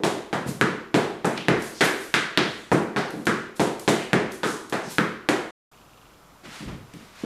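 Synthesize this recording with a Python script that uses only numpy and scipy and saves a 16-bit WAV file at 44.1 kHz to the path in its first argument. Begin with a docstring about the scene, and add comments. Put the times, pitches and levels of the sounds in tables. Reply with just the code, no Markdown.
"""In a small, bare room with a wooden floor, a dancer in hard-soled shoes beats an even step.
Each blow rings floor and shoe through resonances: tips clack, flat stamps boom and crunch.
Between the beats feet scuff and trouser legs swish, made of noise with a smooth swell.
After a moment of dead silence there is a faint ticking; the dancer, now in socks, slides a foot out,
springs and lands softly. A steady hush and a little hum lie underneath."""
import sys
import numpy as np
from scipy import signal
from scipy.fft import rfft, irfft
from scipy.io import wavfile
from scipy.ndimage import uniform_filter1d

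SR = 44100
rng = np.random.default_rng(int(sys.argv[2]) if len(sys.argv) > 2 else 0)


def output_pcm(signal):
    """Save a mono or channel-first signal as 16-bit PCM at the path in sys.argv[1].

    Samples are clipped to [-1, 1] before scaling.
    """
    pcm = np.clip(np.atleast_2d(signal).T, -1, 1) * 32767
    wavfile.write(sys.argv[1], SR, np.round(pcm).astype(np.int16))


N = 319725
SIZE = 32768  # samples in each single sound and each spectrum
HZ = np.maximum(np.arange(SIZE // 2 + 1) * SR / SIZE, 1)
AGE = np.arange(SIZE) / SR  # seconds since a sound began
TIME = np.arange(N) / SR  # seconds since the scene began


def from_db(db):
    """Turn decibels into a gain."""
    return 10 ** (np.asarray(db) / 20)


def unit(x):
    """Scale a sound to an energy of one."""
    return x / np.sqrt(np.sum(x ** 2) + 1e-20)


def fade(t60):
    """Exponential decay that loses 60 dB in t60 seconds."""
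    return np.exp(-np.log(1000) * AGE / t60)


def add(track, s, sound):
    """Mix a sound into the track from second s on."""
    start = int(np.clip(round(s * SR), 0, N - 1))
    track[start:start + len(sound)] += sound[:N - start]


def hump(hz, q):
    """Gain over frequency of a resonance applied twice; a higher q makes it narrower."""
    return 1 / (1 + (q * (HZ / hz - hz / HZ)) ** 2)


def causal(gain):
    """Minimum-phase spectrum with this gain: a sharp front, then the ring."""
    cepstrum = irfft(np.log(gain + 1e-5))
    # fold the second half onto the first, so that nothing sounds before the front
    cepstrum[1:SIZE // 2] *= 2
    cepstrum[SIZE // 2 + 1:] = 0
    return np.exp(rfft(cepstrum))


# Blows of the shoes on the floor. Each row: start in seconds, weight on the boards in dB,
# clack of the tip in dB, grit under the sole in dB, direct sound over room in dB, name of the stroke.
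SHOE_BLOWS = [(0.036, 30.5, 16, 4.5, -8.5, "stamp"), (.329, 24.5, 17, -6.5, -9.5, "step"),
              (.6125, 31, 25.5, 0, -2.5, "heel"), (.943, 34.5, 19.5, .5, -9, "stamp"),
              (1.2456, 28.5, 17.5, -1.5, -12, "step"), (1.4843, 32.5, 23.5, -4.5, -4, "toe"),
              (1.8079, 33, 28.5, 8, -14.5, "slap"), (2.141, 23, 27.5, 5.5, -7, "toe"),
              (2.3748, 28.5, 24, -6.5, -4.5, "click"), (2.7167, 35, 19.5, -.5, -10, "step"),
              (2.9624, 26, 20, -7, -11, "step"), (3.2693, 30, 25, 2.5, -8, "heel"),
              (3.5963, 32.5, 14.5, 4, -10.5, "stamp"), (3.878, 33, 20.5, 7, -9, "stamp"),
              (4.1321, 32, 23, -1.5, -3.5, "toe"), (4.433, 29, 22.5, 3.5, -10.5, "dig"),
              (4.725, 23, 17.5, -4, -11.5, "step"), (4.9839, 29, 24, -8, -2, "heel"),
              (5.2888, 32, 21.5, 3.5, -4.5, "slap")]
# Ways a shoe meets the floor. Each named row: thump over boom in dB, knock at usual weight in dB,
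# crack over clack at usual weight in dB, clack pitch in Hz,
# time the sole takes to settle in seconds (only its size counts, not its sign).
STROKES = {"step": (2, 24, -17, 1570, .018), "stamp": (-1, 23.5, -2, 1820.5, .024),
           "slap": (-6, 22, -8.5, 1721, 0.01), "dig": (-4.5, 8, -12, 1249, 0.1),
           "heel": (2, 11, -17.5, 1440.5, .002), "toe": (2, 20.5, -15.5, 1690.5, .0022),
           "click": (2, 20.5, -4, 1680.5, -0.3)}
# Broad resonances of the floor: thump, boom and knock. Each row: pitch in Hz, sharpness Q.
FLOOR_RESONANCES = [(171, 1.35), (347, 1.74), (720, 0.93)]
# Sharpness of the shoe's clack, crack and grit, in this order: Q.
SHOE_SHARPNESS = [1.277, 1.9, 0.98]
# Narrow modes of the boards that colour every blow. Each row: pitch in Hz, boost in dB, sharpness Q.
BOARD_MODES = [(683, 2, 12), (970, 1, 12), (1438, 1, 36), (1888, -1.5, 30), (2130, -0.5, 25),
               (3440, -1.5, 30)]
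CRACK_HZ, GRIT_HZ = 3420, 6650
# more weight than usual knocks harder, but damps the crack of the shoe: dB per dB of extra weight
USUAL_WEIGHT_DB, KNOCK_GROWS, CRACK_DAMPS = 30, .5, .85


def shoes(bands, waves):
    """Each blow pushes the floor down and rings floor and shoe; a flat sole goes on crunching as it settles."""
    crunch_rough_db, crunch_direct_db, crunch_most = 11.5, -5, .9
    snap_s, flat_s = .011, .011  # rise of the crunch; settling time that gives half of the largest share
    beam_db, beam_hz, beam_q = 6, 3800, .7
    board_direct_db, board_hz = -7, 600
    out = np.zeros(N)
    boards = 1 / (1 + (HZ / board_hz) ** 2)  # near one in the bass, falling towards the treble
    wood = from_db(sum(db * hump(hz, q) for hz, db, q in BOARD_MODES))
    for s, weight_db, clack_db, grit_db, direct_db, stroke in SHOE_BLOWS:
        thump_db, knock_db, crack_db, clack_hz, settle_s = STROKES[stroke]
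        extra_db = weight_db - USUAL_WEIGHT_DB
        levels_db = [weight_db + thump_db,
                     weight_db,
                     knock_db + KNOCK_GROWS * extra_db,
                     clack_db,
                     clack_db + crack_db - CRACK_DAMPS * extra_db,
                     grit_db]
        shoe_resonances = zip((clack_hz, CRACK_HZ, GRIT_HZ), SHOE_SHARPNESS)
        resonances = [*FLOOR_RESONANCES, *shoe_resonances]
        *solid, grit = [from_db(db) * hump(hz, q) for db, (hz, q) in zip(levels_db, resonances)]

        # the longer the sole takes to settle, the more of the grit moves from the first snap into the crunch
        crunch_share = crunch_most * settle_s ** 2 / (settle_s ** 2 + flat_s ** 2)
        power = np.sum(np.square(solid), axis=0) + (1 - crunch_share) * grit ** 2
        blow = -causal(wood * np.sqrt(power))  # minus: the floor is pushed down

        # the boards radiate alike for every blow; the shoe beams its crack, more or less towards the microphone
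        board_part_db = boards * board_direct_db
        shoe_part_db = (1.5 - boards) * direct_db + beam_db * hump(beam_hz, beam_q)
        direct = causal(from_db(board_part_db + shoe_part_db))
        add(out, s, irfft(blow * (direct + room(bands, waves))))

        settling = (1 - np.exp(-AGE / snap_s)) * np.exp(-(AGE / settle_s) ** 2)
        crunch = friction(settling, *resonances[-1], crunch_direct_db, crunch_rough_db)
        add(out, s, np.sqrt(crunch_share) * from_db(grit_db) * crunch)
    return out


# Soft footfalls and shifts of weight. Each row: start in seconds, level in dB, pitch in Hz.
FOOTFALLS = [(.002, 18, 310), (.462, 29, 164.4), (1.368, 18, 200), (3.136, 20, 213), (3.168, 19, 251),
             (4.85, 16, 180), (6.436, 3, 301), (6.46, 9, 165), (6.606, 17, 175), (6.625, 17, 167),
             (6.68, 19.5, 150), (6.725, 19.5, 120), (6.939, 14, 171), (7.236, 28, 209)]
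# Full landings that make the whole floor sag. Each row: start in seconds, level in dB.
LANDINGS = [(1.508, 21), (4.16, 18), (6.659, 29)]
SAG_HZ = 52


def footfalls(bands, waves, q=1.1, direct_db=-9.5):
    """A soft contact wakes only the low boom of the floor, a full landing its deep sag."""
    out = np.zeros(N)
    sags = [(s, db, SAG_HZ) for s, db in LANDINGS]
    for s, db, hz in FOOTFALLS + sags:
        boom = causal(hump(hz, q))
        heard = irfft(boom * (from_db(direct_db) + room(bands, waves)))
        add(out, s, from_db(db) * heard)
    return out


# Trouser legs swish as a leg swings through.
# Each row: strongest moment in seconds, time to swell up in seconds, level in dB.
SWISHES = [(.486, .035, -35), (1.65, .11, -41), (1.847, .022, -27.5), (2.026, .1, -42.5), (3.178, .18, -55),
           (3.568, 0.02, -42), (3.83, 0.061, -48), (4.338, 0.054, -44.5), (4.917, .046, -35.5)]
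SWISH_HZ, SWISH_Q = 6900, .28
# A foot, in shoe or sock, grazes the floor in passing.
# Each row: strongest moment in seconds, level in dB.
GRAZES = [(1.624, -33), (3.107, -39), (3.256, -34), (3.797, -31.5), (4.321, -34), (4.699, -34.5),
          (6.939, -45)]
GRAZE_S, GRAZE_HZ, GRAZE_Q = .0045, 8400, .3
# A foot scrapes or briefly touches the floor again.
# Each row: strongest moment in seconds, time to swell up in seconds, level in dB, centre in Hz.
SCRAPES = [(1.257, 0.0022, -28, 8500), (1.367, .03, -40.5, 2900), (1.378, .0038, -23, 2720),
           (1.781, .093, -43, 4790), (2.985, .02, -34.5, 3930), (3.889, .002, -21.5, 6750),
           (4.023, .032, -35.5, 2300), (4.865, .08, -45.5, 5200), (6.937, .0054, -45, 2440)]
SCRAPE_Q = 1.4
# Socks slide over the boards.
# Each row: strongest moment in seconds, time to swell up in seconds, level in dB, centre in Hz.
SLIDES = [(6.455, .035, -42, 1040), (6.555, .16, -42.5, 1600), (6.689, .03, -39, 650),
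          (7.01, 0.23, -53.5, 1450), (7.205, .14, -46.5, 1430)]
SLIDE_Q = .35


def scuffs(swish_direct_db=-4.5, touch_direct_db=1.0, touch_s=.006, rough_db=.8):
    """A swell of friction, coloured by what rubs; the briefest touches have more direct sound."""
    out = np.zeros(N)
    rubs = [(*swish, SWISH_HZ, SWISH_Q) for swish in SWISHES]
    rubs += [(s, GRAZE_S, db, GRAZE_HZ, GRAZE_Q) for s, db in GRAZES]
    rubs += [(*scrape, SCRAPE_Q) for scrape in SCRAPES]
    rubs += [(*slide, SLIDE_Q) for slide in SLIDES]
    for s, length, db, hz, q in rubs:
        swell = np.exp(-(2 * (AGE - length) / length) ** 2)
        briefness = 1 / (1 + (length / touch_s) ** 2)
        direct_db = swish_direct_db + (touch_direct_db - swish_direct_db) * briefness
        rub = unit(friction(swell, hz, q, direct_db, rough_db))
        # a longer rub carries more energy; it starts early to peak at s
        add(out, s - length, from_db(db) * np.sqrt(length * SR) * rub)
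    return out


# How the room's diffuse tail fades.
# Each row: frequency in Hz, level in dB, time to fade by 60 dB in seconds.
TAIL = [(108.6, -7, 0.55), (200, -5, 0.51), (382, 2.5, 0.64), (700, 0, 0.61), (1404, 1, 0.59),
        (3200, -2.5, 0.64), (6960, 0, 0.51), (13040, -6.5, 0.24)]


def friction(envelope, hz, q, direct_db, rough_db):
    """Tiny slips of uneven size, each from a spot of its own, so their tails merge into a smooth hiss."""
    sizes = from_db(rough_db * np.minimum(rng.exponential(1, SIZE), 5))
    slips, hiss = rng.standard_normal((2, SIZE))
    tail_hz, _, t60 = np.transpose(TAIL)
    # the room stores the energy of the slips and lets it die away
    decay = fade(np.interp(hz, tail_hz, t60))
    stored = signal.fftconvolve(envelope ** 2, decay ** 2)[:SIZE]
    direct = from_db(direct_db) * unit(envelope * sizes * slips)
    tail = unit(np.sqrt(np.abs(stored)) * hiss)
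    return irfft(rfft(direct + tail) * causal(hump(hz, q)))


def tail_bands(count=11):
    """Overlapping bands of the diffuse tail, each as (shape over frequency, decay, strength)."""
    hz, db, t60 = np.transpose(TAIL)
    centres = np.geomspace(110, 13000, count)
    bands = []
    for centre, only in zip(centres, np.eye(count)):
        shape = np.sqrt(np.interp(np.log(HZ), np.log(centres), only))
        level_db = np.interp(np.log(centre), np.log(hz), db)
        life = np.interp(np.log(centre), np.log(hz), t60)
        strength = from_db(level_db) * np.sqrt(np.mean(shape ** 2))  # a wider band carries more
        bands.append((shape, fade(life), strength))
    return bands


# Standing waves of the room. Each row: pitch in Hz, level in dB, time to fade by 60 dB in seconds.
ROOM_MODES = [(79.7, -7, .5), (107.6, 0.5, 0.85), (134.6, 3.5, 0.37), (148.4, 1, 0.35), (170.3, -1, 0.43),
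              (185, 3, 0.42), (203.2, -1, 0.22), (222, 8, 0.63), (240, 2, 0.38), (255, -5.5, 0.65),
              (293.3, 7, 0.27), (320.4, 4.5, 0.72), (344, -5.5, 0.59), (378, 2.5, 0.8), (390, -0.5, .55),
              (422, 7, .55), (503.3, 8, 0.63)]


def standing_waves():
    """Spectrum of the room's low modes: slowly fading tones, neighbours in opposite sign."""
    waves = np.zeros(SIZE)
    for k, (hz, db, t60) in enumerate(ROOM_MODES):
        decay = 2 * fade(t60) / fade(t60).sum()  # long and short modes peak alike in the spectrum
        waves += (-1) ** k * from_db(db) * decay * np.cos(2 * np.pi * hz * AGE)
    return rfft(waves)


# First echoes off floor, walls and ceiling.
# Each row: usual delay in seconds (it varies a little from sound to sound), level in dB.
ECHOES = [(.0012, -13), (.0036, -21), (.0058, -14), (0.012, -19), (0.0157, -19), (0.0256, -21)]


def room(bands, waves, build_s=.0015, echo_spread=.06):
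    """Spectrum of the room's answer from one spot on the floor: echoes, dense tail and standing waves."""
    white = rfft(rng.standard_normal((2, SIZE)))
    build = 1 - np.exp(-AGE / build_s)
    answer = np.zeros(SIZE)
    for k, (shape, decay, strength) in enumerate(bands):
        noise = irfft(white[k % 2] * shape)  # neighbouring bands take different noise
        answer += strength * unit(noise * decay * build)
    for s, db in ECHOES:
        delay = s * SR * (1 + echo_spread * rng.standard_normal())
        answer[int(abs(delay))] += from_db(db)
    return rfft(answer) + waves


def microphone(x, low_hz=45, high_hz=12000):
    """A small microphone: thin in the deep bass, soft at the very top."""
    x = signal.sosfilt(signal.butter(2, low_hz, "high", fs=SR, output="sos"), x)
    return signal.sosfilt(signal.butter(4, high_hz, fs=SR, output="sos"), x)


# When the faint, regular ticking is heard: from and to, in seconds.
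TICKING_S = (5.734, 6.15)
TICK_GAP_S, TICK_PAIR_S = .04, .0105  # from pair to pair, and within a pair


def ticking(tick_db=-36.0, spread_db=2, hz=2800, q=2.8, t60=.018):
    """Tiny dry ticks in evenly spaced pairs of uneven strength: short fading noise through a resonance."""
    out, colour = np.zeros(N), causal(hump(hz, q))
    for s in np.arange(*TICKING_S, TICK_GAP_S):
        for lag in (0, TICK_PAIR_S):
            burst = fade(t60) * rng.standard_normal(SIZE)
            tick = unit(irfft(colour * rfft(burst)))
            level_db = tick_db + spread_db * rng.standard_normal()
            add(out, s + lag, from_db(level_db) * tick)
    return out


# Tone colour of the hush of room and microphone; only the balance between the rows counts.
# Each row: frequency in Hz, density in dB per Hz.
HUSH = [(25, -13.5), (45, -10.5), (65, -12.5), (140, -9.5), (350, -13), (570, -14.5), (900, -14),
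        (1250, -13), (1800, -22.5), (2800, -25), (6000, -28.5), (8000, -32), (12000, -33), (15000, -37.5)]
# Mains hum and a thin electrical whine, as loud as after the shoe dance.
# Each row: pitch in Hz, level in dB.
HUM = [(49.5, -66), (7246, -76.5), (11763, -81), (11822, -77)]
# The dead silence between the two dances: from and to, in seconds.
SILENCE_S = (5.508, 5.716)
HUSH_DB = -53  # level after the shoe dance
SOFTER_DB, DULLER_DB, DULLER_HZ = -2, -5, 6000  # under the shoes: overall, extra loss of treble, around


def background():
    """Steady hush of coloured noise with a little hum, softer and duller during the shoe dance."""
    hz, db = np.transpose(HUSH)
    bins = np.maximum(np.arange(N // 2 + 1) * SR / N, 1)
    colour = from_db(np.interp(np.log(bins), np.log(hz), db))
    hush = irfft(rfft(rng.standard_normal(N)) * colour, N)
    hum = sum(np.sqrt(2) * from_db(level_db) * np.sin(2 * np.pi * line_hz * TIME)
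              for line_hz, level_db in HUM)
    steady = from_db(HUSH_DB) * np.sqrt(N) * unit(hush) + hum
    loss_db = SOFTER_DB + DULLER_DB / (1 + (DULLER_HZ / bins) ** 2)
    duller = irfft(rfft(steady) * from_db(loss_db), N)
    return np.where(TIME < SILENCE_S[0], duller, steady)


def scene():
    """All the footwork in one room, over ticking and background; the shoes stop by the end of the silence."""
    bands, waves = tail_bands(), standing_waves()
    feet = shoes(bands, waves) * (TIME < SILENCE_S[1])
    feet += footfalls(bands, waves) + scuffs()
    return (microphone(feet) + ticking() + background())[None]


def record(dry, ceiling=.97, cutoff_hz=15500):
    """The sharpest peaks are rounded, the sound drops out between the two dances, the top is cut."""
    live = 1.0 * ((TIME < SILENCE_S[0]) | (TIME > SILENCE_S[1]))
    live = uniform_filter1d(live, size=200)  # soft edges of 200 samples
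    rounded = dry / (1 + (dry / ceiling) ** 8) ** (1 / 8)
    return signal.sosfiltfilt(signal.butter(24, cutoff_hz, fs=SR, output="sos"), rounded * live)


dry = scene()
out = record(dry)
output_pcm(out)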